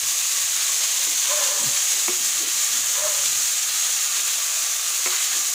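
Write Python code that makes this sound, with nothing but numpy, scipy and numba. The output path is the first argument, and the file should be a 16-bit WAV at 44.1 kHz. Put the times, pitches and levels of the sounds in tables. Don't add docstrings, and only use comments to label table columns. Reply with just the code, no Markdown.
import sys
import numpy as np
from scipy import signal
from scipy.fft import rfft, irfft
from scipy.io import wavfile
from numba import njit

SR = 44100
rng = np.random.default_rng(int(sys.argv[2]) if len(sys.argv) > 2 else 0)


def put_to_file(sound):
    columns = np.atleast_2d(sound).T
    safe = np.clip(columns, -1, 1)
    whole_steps = np.round(safe * 32767)
    wavfile.write(sys.argv[1], SR, whole_steps.astype(np.int16))


N = 244304
T = np.arange(N) / SR


# frequency in Hz, relative level in dB.
SIZZLE_COLOUR = [(200, -43.5), (330, -39.5), (480, -18.5), (1000, -15), (1480, -12.5), (1650, -9.5),
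                 (2600, -6), (4150, -2.5), (5300, -5.5), (6550, 4), (7200, 2.5), (8200, -4), (12200, -15.5),
                 (15400, -12)]

def sizzle(split_hz=5000, fizz_hz=9500, spurt_db=0.73, flicker_db=0.5, spit_db=-15):
    hiss_db, crackle_db = frying_levels()
    spurts = undb(spurt_db * wander(18))
    spits = undb(spit_db) * clicks(rate=80, spread_db=2.0, cap_db=4)

    def bursts(bubbles):
        flicker = undb(flicker_db * wander(80))
        return colour(spurts * flicker * bubbles + spits, SIZZLE_COLOUR)

    coarse = band(bursts(clicks(rate=5000, spread_db=0.5, cap_db=2.5)), 124, split_hz)
    hiss = band(bursts(clicks(rate=20000, spread_db=1.5, cap_db=5.5)), split_hz, fizz_hz)
    fizz = band(bursts(clicks(rate=15000, spread_db=6.0, cap_db=4)), fizz_hz, 16750)
    crackle = undb(crackle_db) * (undb(0.54) * coarse + wok_hollow())
    return crackle + undb(hiss_db - 0.72) * hiss + undb(hiss_db / 2 - 18.5) * fizz


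# time in seconds, base levels of hiss and of crackle in dB.
PAN_HEAT = [(0.0, -24.0, -30.5), (0.7, -23.5, -29.5), (1.4, -22.9, -29), (1.95, -22.1, -28.5),
            (2.2, -23.5, -29.5), (2.9, -23, -29.5), (3.2, -23, -29.5), (3.85, -24, -29.5),
            (4.1, -24.5, -29.5), (5.0, -24.5, -31), (5.15, -23.9, -28.5), (5.54, -23.5, -32)]
# time in seconds, changes of hiss and of crackle in dB.
JUICE_SPURTS = [(.08, 1.5, -0.5), (.61, -0.5, 3.2), (.69, 2, 2.6), (.83, .7, 4), (1.025, 2.5, 3.5),
                (1.26, -0.5, 2), (1.47, -0.5, 2), (1.62, 0.5, 0), (1.765, 0, 1.5), (2.38, 1.8, 1),
                (3.25, 2.5, 2), (3.78, 1.3, 1), (3.855, 2, 2.5), (4.165, 1.2, 2), (5.33, -1.5, 2)]
# time in seconds, changes of hiss and of crackle in dB.
FRYING_LULLS = [(2.185, -2.2, -2.6), (2.455, -5, 0), (3.7, -2.5, 1.5), (4.235, -0.5, -1.5)]

def frying_levels(spurt_s=0.046, lull_s=0.026):
    hiss_db, crackle_db = curves(PAN_HEAT)
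    for events, length in ((JUICE_SPURTS, spurt_s), (FRYING_LULLS, lull_s)):
        for centre_s, hiss_change, crackle_change in events:
            shape = hump(centre_s, length)
            hiss_db += hiss_change * shape
            crackle_db += crackle_change * shape
    return hiss_db, crackle_db


# time in seconds, note in Hz, level within the crackle in dB.
HOLLOW_NOTE = [(0, 1178, -13.5), (.9, 1120, -16), (1.8, 1215, -17.5), (2.7, 1212, -12.5),
               (3.6, 1250, -13.5), (4.6, 1165, -10.5), (5.54, 1220, -10.5)]
# multiple of the note, filter width in Hz, relative level in dB.
HOLLOW_MODES = [(.62, 111, -5.5), (1.004, 160, 5), (1.11, 94, 0), (1.39, 169, -0.5), (2.24, 250, 0)]

def wok_hollow():
    note_hz, level_db = curves(HOLLOW_NOTE)
    pops = clicks(rate=2000, spread_db=1.5, cap_db=8)
    ring = sum(undb(db) * resonate(pops, ratio * note_hz, width) for ratio, width, db in HOLLOW_MODES)
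    return undb(level_db) * unit(ring)


# start and length in seconds, base level in dB, base pitch
# in Hz, moment of the hardest push in seconds, its rise in dB, its length in seconds.
SPATULA_STROKES = [(1.269, 0.398, -32.5, 592, 1.355, 1.5, 0.087), (1.638, 0.17, -44, 580, 1.73, 0, 0.022),
                   (2.939, 0.323, -36.5, 601, 3.06, 12.5, 0.046)]
# frequency in Hz, half the filter width in Hz,
# relative level in dB, share of the pitch bend from 0 to 1.
BLADE_MODES = [(630, 40, -3.5, 1), (1060, 46, -9, 0.53), (1120, 370, -16.5, 0.6), (1730, 40, -9.5, 0.22)]

def spatula_scrapes(attack_s=0.051, release_s=0.061, fade_db_per_s=18, grit_db=-9,
                    push_bend_hz=32, seating_hz=60, sag_hz_per_s=70):
    out = 0
    for start, length, db, base_hz, push_s, push_db, push_length in SPATULA_STROKES:
        age = np.clip(T - start, 0, length)
        push = hump(push_s, push_length)
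        contact = np.clip(np.minimum(age / attack_s, (length - age) / release_s), 0, 1)
        gain = contact * undb(db + 0.5 - fade_db_per_s * age + push_db * push)
        hz = base_hz + push_bend_hz * push - sag_hz_per_s * age - seating_hz * np.exp(-age / attack_s)
        bend = hz / BLADE_MODES[0][0]
        slips = clicks(rate=3600, spread_db=4.5, cap_db=9)
        ring = unit(sum(undb(mode_db) * resonate(slips, mode_hz * bend ** share, 2 * half_width)
                        for mode_hz, half_width, mode_db, share in BLADE_MODES))
        grit = undb(grit_db) * band(slips, 530, 1370, order=2)
        lock = 0.92 * push
        squeak_hz = hz * (1 + 0.01245 * wander(58))
        squeak = unit(np.sin(2 * np.pi * np.cumsum(squeak_hz) / SR))
        out += gain * (np.sqrt(1 - lock ** 2) * (ring + grit) + lock * squeak)
    return out


# start in seconds, level in dB, contact hardness as a cutoff
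# in Hz, gain of the low modes in dB.
SPATULA_KNOCKS = [(2.081, -21, 2200, -1), (2.090, -28, 500, 9.5), (5.059, -20.5, 4200, -8),
                  (5.072, -24, 3000, -14)]
# frequency in Hz, relative level in dB, seconds to fall 60 dB.
WOK_MODES = [(228, -8.5, 0.041), (365.3, -6.5, 0.29), (527, -20, 0.19), (705, -9.5, .05), (1027, -7, 0.059),
             (1300, -4, 0.039), (1860, -0.5, 0.025), (2210, 1.5, 0.047), (2600, 1.5, 0.043)]

def spatula_knocks(crack_db=-9, crack_s=0.014, low_modes_hz=450, radiation_hz=230):
    out = np.zeros(N + SR)
    t = np.arange(SR // 2) / SR
    for start_s, db, hardness_hz, low_db in SPATULA_KNOCKS:
        ring = 0
        for k, (hz, mode_db, t60) in enumerate(WOK_MODES):
            size = undb(mode_db + low_db * (hz < low_modes_hz)) / (1 + (hz / hardness_hz) ** 2)
            ring += (-1) ** k * size * np.sin(2 * np.pi * hz * t) * undb(-60 * t / t60)
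        noise = band(rng.standard_normal(len(t)), 330, hardness_hz, order=2)
        crack = undb(crack_db) * noise * np.exp(-t / crack_s)
        start = int(start_s * SR)
        out[start:start + len(t)] += undb(db) * (ring + crack)
    return signal.sosfilt(signal.butter(4, radiation_hz, "high", fs=SR, output="sos"), out[:N])


# start in seconds, level in dB, pitch in Hz, length in seconds (twice the rise time).
MEAT_MOVES = [(0.024, -49.5, 91.5, 0.045), (0.388, -63, 105, .09), (1.062, -46.5, 310, 0.046),
              (1.588, -45.5, 224, 0.06), (1.626, -41, 222, 0.036), (1.655, -44, 134, 0.041),
              (1.92, -49.5, 438, 0.064), (2.17, -52.5, 248, 0.11), (2.395, -44, 347, .06),
              (2.72, -54, 267, 0.071), (2.8, -50, 70, 0.04), (3.287, -54.5, 121, 0.077),
              (4.158, -57.5, 340, .08), (5.108, -36.5, 1930, 0.12), (5.114, -34.5, 1200, 0.031),
              (5.304, -40.5, 1510, .043), (5.322, -49, 380, 0.061)]

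def meat_thuds(relative_width=0.6):
    out = 0
    for start, db, hz, length in MEAT_MOVES:
        age = np.maximum(T - start, 0) / (length / 2)
        body = unit(resonate(rng.standard_normal(N), hz, hz * relative_width))
        out += undb(db) * age * np.exp(1 - age) * body
    return out


def fat_plops(level_db=-62):
    out = 0
    for hz in np.geomspace(310, 520, 4):
        pops = clicks(rate=12, spread_db=3.5, cap_db=4.5)
        out += hz * resonate(pops, hz, width=69)
    return undb(level_db) * unit(out)


# frequency in Hz, relative level in dB.
RUMBLE_SPECTRUM = [(20, -17), (48, -6), (68, 4), (92, -5), (125, 4.5), (170, -9.5), (245, 2.5), (320, -40),
                   (800, -18)]

def low_rumble(base_db=-63, waver_db=3.5, handling_db=7.5, start_s=2, end_s=3.68, ramp_s=0.22):
    handling = np.clip(np.minimum(T - start_s, end_s - T) / ramp_s, 0, 1)
    gain = undb(base_db + handling_db * handling + waver_db * wander(6.2))
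    return gain * unit(colour(rng.standard_normal(N), RUMBLE_SPECTRUM))


def tiled_kitchen(x, t60_s=0.24, tail_db=-10):
    t = np.arange(SR // 4) / SR
    decay = undb(-60 * t / t60_s)
    wet = np.zeros(N + len(t))
    for part in np.array_split(np.arange(N), 24):
        tail = rng.standard_normal(len(t)) * decay
        wet[part[0]:part[-1] + len(t)] += signal.fftconvolve(x[part], tail / np.linalg.norm(tail))
    return x + undb(tail_db) * wet[:N]


def undb(db):
    return 10 ** (np.asarray(db) / 20)


def unit(x):
    return x / np.sqrt(np.mean(x ** 2) + 1e-18)


def curves(table):
    times, *columns = np.transpose(table)
    return [np.interp(T, times, column) for column in columns]


def hump(centre_s, length):
    return 0.5 ** ((2 * (T - centre_s) / length) ** 2)


def wander(rate):
    hz = np.arange(N // 2 + 1) * SR / N
    return unit(irfft(rfft(rng.standard_normal(N)) / (1 + (hz / rate) ** 2), N))


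def clicks(rate, spread_db, cap_db):
    present = rng.random(N) < rate / SR
    size_db = np.minimum(spread_db * rng.exponential(size=N), cap_db)
    return unit(present * undb(size_db) * rng.choice([-1, 1], N))


def band(x, lo_hz, hi_hz, order=3):
    return unit(signal.sosfilt(signal.butter(order, [lo_hz, hi_hz], "band", fs=SR, output="sos"), x))


def colour(x, points, size=4096):
    hz, db = np.transpose(points)
    bin_hz = np.maximum(np.arange(size // 2 + 1) * SR / size, 1)
    gain = undb(np.interp(np.log(bin_hz), np.log(hz), db))
    cepstrum = irfft(np.log(gain))
    cepstrum[1:size // 2] *= 2
    cepstrum[size // 2 + 1:] = 0
    impulse = irfft(np.exp(rfft(cepstrum)))
    return signal.fftconvolve(x, impulse)[:N]


@njit
def moving_bandpass(x, hz, width):
    y = np.empty(len(x))
    band_state, low_state = 0., 0.
    for i in range(len(x)):
        tuning, damping = np.tan(np.pi * hz[i] / SR), width / hz[i]
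        passed = (band_state + tuning * (x[i] + 1e-18 - low_state)) / (1 + tuning * (tuning + damping))
        band_state = 2 * passed - band_state
        low_state += 2 * tuning * passed
        y[i] = damping * passed
    return y


def resonate(x, hz, width):
    hz, width = hz * np.ones(N), float(width)
    return moving_bandpass(moving_bandpass(x, hz, width), hz, width)


def scene():
    wok = sizzle() + fat_plops() + spatula_scrapes() + spatula_knocks() + meat_thuds()
    mono = tiled_kitchen(wok) + low_rumble()
    return np.array([mono, mono])


def record(dry, top_hz=15480):
    return signal.sosfilt(signal.ellip(12, 0.1, 90, top_hz, fs=SR, output="sos"), dry)


dry = scene()
out = record(dry)
put_to_file(out)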